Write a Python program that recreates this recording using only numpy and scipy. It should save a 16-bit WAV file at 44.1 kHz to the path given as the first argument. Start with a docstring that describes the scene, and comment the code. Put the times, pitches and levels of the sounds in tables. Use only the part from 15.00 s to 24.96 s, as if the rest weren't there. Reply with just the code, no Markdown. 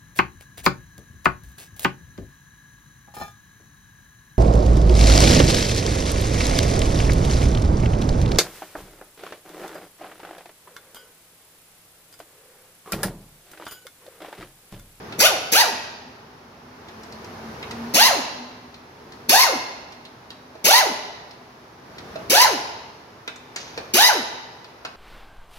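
"""In a workshop with sheet-metal walls, an air ratchet spins bolts out of a metal pan in seven bursts.
Each squeeze of the trigger lets air hiss out. The air pushes the vanes (small blades) of a motor, which
whines up, rattles its gears and coasts down when the trigger is let go. Between bursts the socket clinks
onto the next bolt. Behind it all are a low rumble, a soft rush, a faint hum and a distant engine
that swells and fades."""
import sys
import numpy as np
from scipy import signal
from scipy.fft import rfft, irfft, next_fast_len
from scipy.io import wavfile

SR = 44100
rng = np.random.default_rng(int(sys.argv[2]) if len(sys.argv) > 2 else 0)


def to_wav(sig):
    """Store sig (one row per channel, or 1-D mono) as 16-bit WAV at the path in sys.argv[1].

    Samples outside -1..1 are clipped; the rate is SR.
    """
    pcm = np.clip(np.atleast_2d(sig), -1, 1) * 32767
    pcm = np.round(pcm).astype(np.int16)
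    wavfile.write(sys.argv[1], SR, pcm.T)  # frames by channels


N = 439224
TIME = np.arange(N) / SR


def ratchet(held_s, open_s, free_hz, spin_up_s, whine_db, lift_db, full_speed_hz=1100, silent_hz=125):
    """One squeeze of the trigger: whine, thud, hiss and rattle, a little to the left, with echoes."""
    vane_hz, valve = motor(held_s, open_s, free_hz, spin_up_s)
    phase = wavering_phase(vane_hz, depth=.008, per_s=200, size=len(valve))
    speed = np.maximum(vane_hz - silent_hz, 0) / full_speed_hz
    tone = from_db(whine_db) * whine(vane_hz, phase, valve, speed, lift_db) + kick(len(phase))
    rush = exhaust(phase, valve, speed) + gears(phase, speed)
    # the hiss bounces off the pan and turns hollow, differently at every bolt
    rush = rush + .35 * delayed(rush, lag_s=rng.uniform(0.00059, 0.001503))
    out = workshop_echoes(from_db(-7) * tone + from_db(-2) * rush)
    add(out, 0, from_left(tone, lag_s=.0001) + from_left(rush, lag_s=.0005))
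    return out


def motor(held_s, open_s, free_hz, spin_up_s, shut_s=0.0092, coast_s=.086):
    """Air speeds the motor up, then friction slows it. Gives vanes per second and valve opening."""
    t = TIME[:SR // 2]
    held, after = np.minimum(t, held_s), np.maximum(t - held_s, 0)
    vane_hz = free_hz * (1 - np.exp(-held / spin_up_s)) * np.exp(-after / coast_s)
    valve = np.minimum(held / open_s, 1) ** 2 * np.exp(-after / shut_s)
    return vane_hz, valve


def whine(vane_hz, phase, valve, speed, lift_db, gain_db=-14.5, flutter_db=3.0, vanes=4):
    """Each vane lets out a puff of air. The puffs blend into a note that gets brighter with speed."""
    # the tones in the note: (multiple of the vane rate, level with air on [dB], level coasting [dB])
    harmonics = [(1, 0, -3.5), (2, -2, -5), (3, -10, -15), (4, -2, -22), (5, -1.5, -17), (6, -9, -24),
                 (7, -22, -12), (8, -26, -17)]
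    # how well the tool's body and the pan give off each pitch: (frequency [Hz], gain [dB])
    housing = [(120, -46), (230, -4), (450, -5.5), (680, 1), (900, 4), (1060, -3.5), (1500, 1.5),
               (1950, -1), (2700, 1), (3300, -3), (4200, 1.5), (6000, 0), (7500, -20), (12000, -19)]
    out = 0
    for multiple, driven_db, coasting_db in harmonics:
        is_overtone = multiple > 1
        db = coasting_db + (driven_db - coasting_db) * valve
        db += at_hz(housing, multiple * vane_hz) + lift_db * is_overtone
        db += flutter_db * drift(130, len(phase))
        out = out + from_db(db) * np.sin(multiple * phase) * speed ** (.45 + .7 * is_overtone)
    uneven_puffs = 1 + .3 * np.cos(phase / vanes)   # repeats once per turn of the motor
    return from_db(gain_db) * out * uneven_puffs


def exhaust(phase, valve, speed, gain_db=-20.5, spit_db=2.0, stall_db=5.5, pop_db=2.5, pop_s=0.028):
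    """Air pops as the valve opens, then hisses, chopped by the vanes. A slow motor hisses loudest."""
    # tone colour of the escaping air: (frequency [Hz], level [dB])
    air_colour = [(60, -56), (250, -14.5), (600, -8.5), (1400, -17), (2600, 0), (3400, -5), (5200, 2.5),
                  (6700, 0.5), (7600, -9.5), (8600, -12), (9600, -5.5), (11600, 1), (13200, -8),
                  (16000, -8)]
    size = len(phase)
    jet = rng.standard_normal(size) * (1 + .41 * np.cos(phase))
    jet *= from_db(spit_db * drift(400, size))
    flow_db = gain_db + stall_db * (1 - speed) + pop_db * np.exp(-TIME[:size] / pop_s)
    return from_db(flow_db) * valve * rms_one(coloured(jet, air_colour))


def gears(phase, speed, gain_db=-24.0, knock_db=-1.5, uneven_db=3.5, ring_db=-10.5, grip_db=8.5, vanes=4):
    """Teeth grind and the ratchet's catch knocks once a turn. The head rings differently on each bolt."""
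    # tone colour of the grinding gear head, socket and pan: (frequency [Hz], level [dB])
    grind_colour = [(150, -35), (400, -9.5), (800, 0.5), (1200, 10.5), (1900, -5.5), (2700, 4),
                    (3300, -10.5), (4100, 10), (5200, 3.5), (6400, 11.5), (7700, -24), (11000, 2),
                    (16000, -7.5)]
    # ringing tones of the steel head and socket: (frequency [Hz], level [dB], time to fade 60 dB [s])
    head_tones = [(2780, -0.5, 0.0075), (4030, -1.5, 0.033), (4180, -10.5, 0.022), (5140, 7.5, 0.024),
                  (5460, -12.5, .015), (5920, 1.5, 0.027), (6630, 3, 0.033), (10800, -10.5, 0.009),
                  (11400, -15, 0.0089)]
    turns = phase / (2 * np.pi * vanes)
    strength = from_db(knock_db + uneven_db * rng.standard_normal(len(phase))[turns.astype(int)])
    knocks = strength * np.exp(-5 * (turns % 1))
    on_teeth, on_head = rms_one(1 + knocks) * rng.standard_normal((2, len(phase)))
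    steel = sum(from_db(db + grip_db * rng.standard_normal()) * ring(on_head, hz, fade_s)
                for hz, db, fade_s in head_tones)
    grinding = speed ** 1.22 * rms_one(coloured(on_teeth, grind_colour))
    ringing = from_db(ring_db) * speed ** .5 * rms_one(steel)
    return from_db(gain_db) * (grinding + ringing)


def kick(size, gain_db=-29.5, peak_s=0.011):
    """The motor's first twist jolts the socket against the pan with a dull thud."""
    # tone colour of the thud: (frequency [Hz], level [dB])
    thud_colour = [(50, -31.5), (140, -13.5), (230, 2), (480, -6.0), (900, -16), (3000, -49.0)]
    t = TIME[:size]
    thud = rms_one(coloured(rng.standard_normal(size), thud_colour))
    return from_db(gain_db) * thud * t / peak_s * np.exp(1 - t / peak_s)


def clinks(gain_db=-2.5, pitch_spread=0.048, rise_s=0.0024, contact_s=.0042, ticks_per_s=1.0):
    """Metal chatters briefly on metal at each touch. 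Where it lands decides which tone stands out."""
    # socket and bolts touching the pan: (time [s], level [dB], main tone [Hz], its boost [dB])
    touches = [(0.123, -34, 3600, 2.5), (2.032, -45, 5770, 18), (2.122, -40.5, 4640, 22),
               (2.626, -32, 2400, 7), (2.709, -32, 5640, 1), (5.051, -40, 3970, 26),
               (5.303, -35.5, 4040, 16), (5.552, -38.5, 687, 17), (6.982, -36.5, 4400, 2),
               (7.156, -27.5, 640, 15), (8.276, -26.5, 2250, -4), (8.56, -25.5, 5400, 5),
               (8.775, -25, 710, 6), (9.849, -27.5, 920, 3.5)]
    # tones of the socket and hand-muffled pan: (frequency [Hz], level [dB], time to fade 60 dB [s])
    pan_tones = [(704, -16, 0.01496), (900, -11, .02), (1560, -0.5, 0.0042), (1956, -2.5, 0.0043),
                 (2530, 3.5, 0.0049), (3940, -0.5, 0.0047), (4150, 1, .004), (5160, -0.5, 0.0081),
                 (6480, -12, 0.01), (11180, -19.5, 0.0022)]
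    # bass is trimmed so the clinks sound thin and light: (frequency [Hz], gain [dB])
    bass_cut = [(60, -26), (200, -6.5), (500, 0.5)]
    # faint extra touches at random times, with the same columns as touches
    ticks = [(when * N / SR, -42, 4730 * 2 ** (pitch - .5), 6)
             for when, pitch in rng.random((int(ticks_per_s * N / SR), 2))]
    out, t = np.zeros(N), TIME[:SR // 10]
    contact = np.exp(-t / contact_s) * (1 - np.exp(-t / rise_s))
    for start_s, db, main_hz, boost_db in touches + ticks:
        chatter = rng.standard_normal((len(pan_tones) + 1, len(t))) * contact
        body = sum(from_db(tone_db) * ring(push, hz * (1 + pitch_spread * rng.standard_normal()), fade_s)
                   for push, (hz, tone_db, fade_s) in zip(chatter, pan_tones))
        main_tone = ring(chatter[-1], main_hz, fade_s=9 / main_hz)   # dies away in nine vibrations
        touch = rms_one(body) + from_db(boost_db) / 2 * rms_one(main_tone)
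        touch /= touch[:SR // 100].std()   # the first 10 ms set the loudness
        add(out, start_s, from_db(db + gain_db) * touch)
    return coloured(out, bass_cut)


def scrape(start_s=8.56, gain_db=-40, rise_s=0.011, fade_s=.13, grain_db=2.5):
    """The socket scrapes once as it slides onto a bolt head."""
    # tone colour of the scrape: (frequency [Hz], level [dB])
    scrape_colour = [(400, -14), (2000, 0), (4200, 6), (6500, 6), (7600, -30), (12000, -21), (16000, -26)]
    t = np.maximum(TIME - start_s, 0)
    stroke = np.minimum(t / rise_s, 1) * np.exp(-t / fade_s)
    friction = rng.standard_normal(N) * from_db(grain_db * drift(330))
    return from_db(gain_db) * stroke * rms_one(coloured(friction, scrape_colour))


def workshop_echoes(x, early_db=8.5, early_s=0.019, gap_s=0.0011, size=49152):
    """Sound bounces off bench and walls, its treble dying first. Each call makes new echoes."""
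    # how long the room rings: (frequency [Hz], time to fade 60 dB [s])
    fade_times = [(100, 0.77), (400, 1.24), (1000, 1.115), (2800, 1.117), (5500, 0.93), (8000, 0.6),
                  (11000, 0.58), (16000, 0.15)]
    # tone colour of the echoes: (frequency [Hz], level [dB])
    room_colour = [(100, -14), (400, 3), (1000, 3), (3000, 0), (6000, -3.5), (9000, -2), (16000, -12)]
    t, hz = TIME[:size], np.linspace(0, SR / 2, size // 2 + 1)
    spectrum = rfft(surrounding_noise(size)) * from_db(at_hz(room_colour, hz))
    early = from_db(early_db) * np.exp(-t / early_s)
    band_hz, fades_s = np.transpose(fade_times)
    echoes = 0
    for fade_s, share in zip(fades_s, np.eye(len(fades_s))):
        band = irfft(spectrum * np.interp(hz, band_hz, share))
        echoes = echoes + band * (early + from_db(-60 * t / fade_s))
    echoes = rms_one(echoes * (t > gap_s)) / np.sqrt(size)
    return signal.fftconvolve(x[None], echoes, axes=1)


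def distant_engine(peak_s=2.86, gain_db=-38, width_s=.11, middle_hz=234, glide_hz=9, glide_s=.2):
    """A far-off engine speeds up a little as it swells and fades."""
    t = TIME - peak_s
    hz = middle_hz + glide_hz * np.tanh(t / glide_s)
    db = gain_db - 10 * np.log10(1 + (t / width_s) ** 2)
    return hum(hz, db)


def hum(hz, db, throb_db=5.0):
    """A single tone whose pitch wavers and whose loudness throbs."""
    phase = wavering_phase(hz, depth=.012, per_s=20)
    return from_db(db + throb_db * drift(12)) * np.sqrt(2) * np.sin(phase)


def background(steady_rumble_db=-51.5, steady_rush_db=-48, fade_s=.4):
    """A low rumble and a soft rush fill the shop. They swell together ahead of most bursts."""
    # the swells: (start [s], peak [s], rumble level [dB], rush level [dB])
    swells = [(-0.3, 0.105, -41, -41), (1.598, 2.893, -40.5, -38.5), (3.849, 4.2, -48.5, -49),
              (6.79, 7.2, -41.5, -41.5), (8.428, 8.818, -49, -44)]
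    # tone colour of the rumble: (frequency [Hz], level [dB])
    rumble_colour = [(25, -36), (60, -2.5), (120, 2), (260, -1.5), (420, 2), (650, -14.5), (1500, -44)]
    # tone colour of the rush: (frequency [Hz], level [dB])
    rush_colour = [(200, -16.5), (450, -3), (650, 0.5), (900, 2), (1800, -5.5), (3200, -14), (5500, -14.5),
                   (6700, -21.5), (7800, -34), (11500, -25.5), (16000, -36.5)]
    rumble_gain, rush_gain = from_db(steady_rumble_db), from_db(steady_rush_db)
    for start_s, peak_s, rumble_db, rush_db in swells:
        rise = np.clip((TIME - start_s) / (peak_s - start_s), 0, 1) ** .73
        swell = rise * np.exp(-np.maximum(TIME - peak_s, 0) / fade_s)
        rumble_gain = np.hypot(rumble_gain, from_db(rumble_db) * swell)
        rush_gain = np.hypot(rush_gain, from_db(rush_db) * swell)
    rumble = rumble_gain * rms_one(coloured(surrounding_noise(N), rumble_colour))
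    rush = rush_gain * rms_one(coloured(surrounding_noise(N), rush_colour))
    return rumble + rush


def surrounding_noise(size):
    """Noise from all around: left and right are alike in the bass and almost unrelated in the treble."""
    # how alike the two sides are: (frequency [Hz], likeness [0 to 1])
    likeness = [(50, 1), (150, 0.96), (300, 0.91), (600, 0.55), (1200, 0.0089), (3000, 0.068),
                (16000, 0.09)]
    mid, side = rfft(rng.standard_normal((2, next_fast_len(size, True))))
    alike = at_hz(likeness, np.linspace(0, SR / 2, len(mid)))
    return irfft(np.sqrt(1 + alike) * mid + np.sqrt(1 - alike) * side * [[1], [-1]])[:, :size]


def from_db(db):
    """Turn decibels into a number to multiply by."""
    return 10 ** (np.asarray(db) / 20)


def rms_one(x):
    """Scale a signal so its average strength (rms) is 1."""
    return x / np.sqrt(np.mean(x ** 2) + 1e-20)


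def at_hz(points, hz):
    """Look up a frequency in a table, blending between rows by pitch."""
    known_hz, values = np.transpose(points)
    return np.interp(np.log(np.maximum(hz, 1)), np.log(known_hz), values)


def coloured(x, colour):
    """Turn each frequency up or down by a table of (frequency [Hz], gain [dB])."""
    size = next_fast_len(x.shape[-1] + SR // 20, True)
    hz = np.arange(size // 2 + 1) * SR / size
    return irfft(rfft(x, size) * from_db(at_hz(colour, hz)), size)[..., :x.shape[-1]]


def drift(per_s, size=N):
    """A wandering curve of strength 1 that heads for a new random value per_s times a second."""
    targets = rng.standard_normal(int(size / SR * per_s) + 2)
    return rms_one(np.interp(TIME[:size] * per_s, np.arange(len(targets)), targets))


def wavering_phase(hz, depth, per_s, size=N):
    """The growing angle of a vibration whose pitch wanders a little."""
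    return 2 * np.pi * np.cumsum(hz * (1 + depth * drift(per_s, size))) / SR


def ring(x, hz, fade_s):
    """Metal pushed by x rings at one pitch, fading 60 dB in fade_s."""
    r, w = from_db(-60 / (fade_s * SR)), 2 * np.pi * hz / SR   # fade and angle per sample
    return signal.lfilter([0, 2 * np.sin(w) * np.sqrt(1 - r)], [1, -2 * r * np.cos(w), r * r], x + 1e-18)


def delayed(x, lag_s):
    """The same sound, a little later."""
    t = TIME[:len(x)]
    return np.interp(t - lag_s, t, x)


def from_left(x, lag_s):
    """A sound on the left reaches the right side later."""
    return np.array([x, delayed(x, lag_s)])


def add(out, start_s, sound):
    """Mix a sound in at the given time."""
    start = int(start_s * SR)
    out[..., start:start + sound.shape[-1]] += sound[..., :N - start]


def scene(handling_echo_db=-4.5):
    """The ratchet bursts and the handling between them, in the echoing workshop."""
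    # trigger squeezes: (press [s], release [s], valve opening time [s], top vane rate [Hz],
    # spin-up time [s], whine gain [dB], overtone lift [dB])
    squeezes = [(0.181, 0.269, 0.021, 1117, 0.077, -4.5, 9), (0.516, 0.612, 0.0064, 1102, .043, -5.5, 5.5),
                (2.936, 3.075, 0.0089, 1155, 0.057, -2.5, 3), (4.285, 4.436, 0.011, 1140, 0.052, -2, 1),
                (5.64, 5.790, 0.0082, 1159, .065, -2, 2.5), (7.296, 7.439, 0.0055, 1123, 0.055, -1.5, 2.5),
                (8.934, 9.079, 0.0061, 1071, 0.047, -3.5, 5.5)]
    out = background() + distant_engine() + hum(hz=253, db=-62.0)
    for press_s, release_s, *settings in squeezes:
        add(out, press_s, ratchet(release_s - press_s, *settings))
    handling = scrape() + clinks()
    echoes = workshop_echoes(from_db(handling_echo_db) * handling)[:, :N]
    return out + from_left(handling, lag_s=0.00017) + echoes


def record(dry, cutoff_hz=15900):
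    """Make the left side brighter, clip any peaks that are too loud and cut the highest treble."""
    # how much louder the left side is: (frequency [Hz], left minus right [dB])
    balance = [(100, 0.5), (1000, -0.5), (2700, -0.5), (5500, -1), (7200, 3.5), (11000, 1.5), (14000, 5)]
    left = coloured(dry[0], [(hz, db / 2) for hz, db in balance])
    right = coloured(dry[1], [(hz, -db / 2) for hz, db in balance])
    low_pass = signal.ellip(12, .1, 80, cutoff_hz, fs=SR, output="sos")
    return signal.sosfilt(low_pass, np.clip([left, right], -1, 1))


dry = scene()
out = record(dry)
to_wav(out)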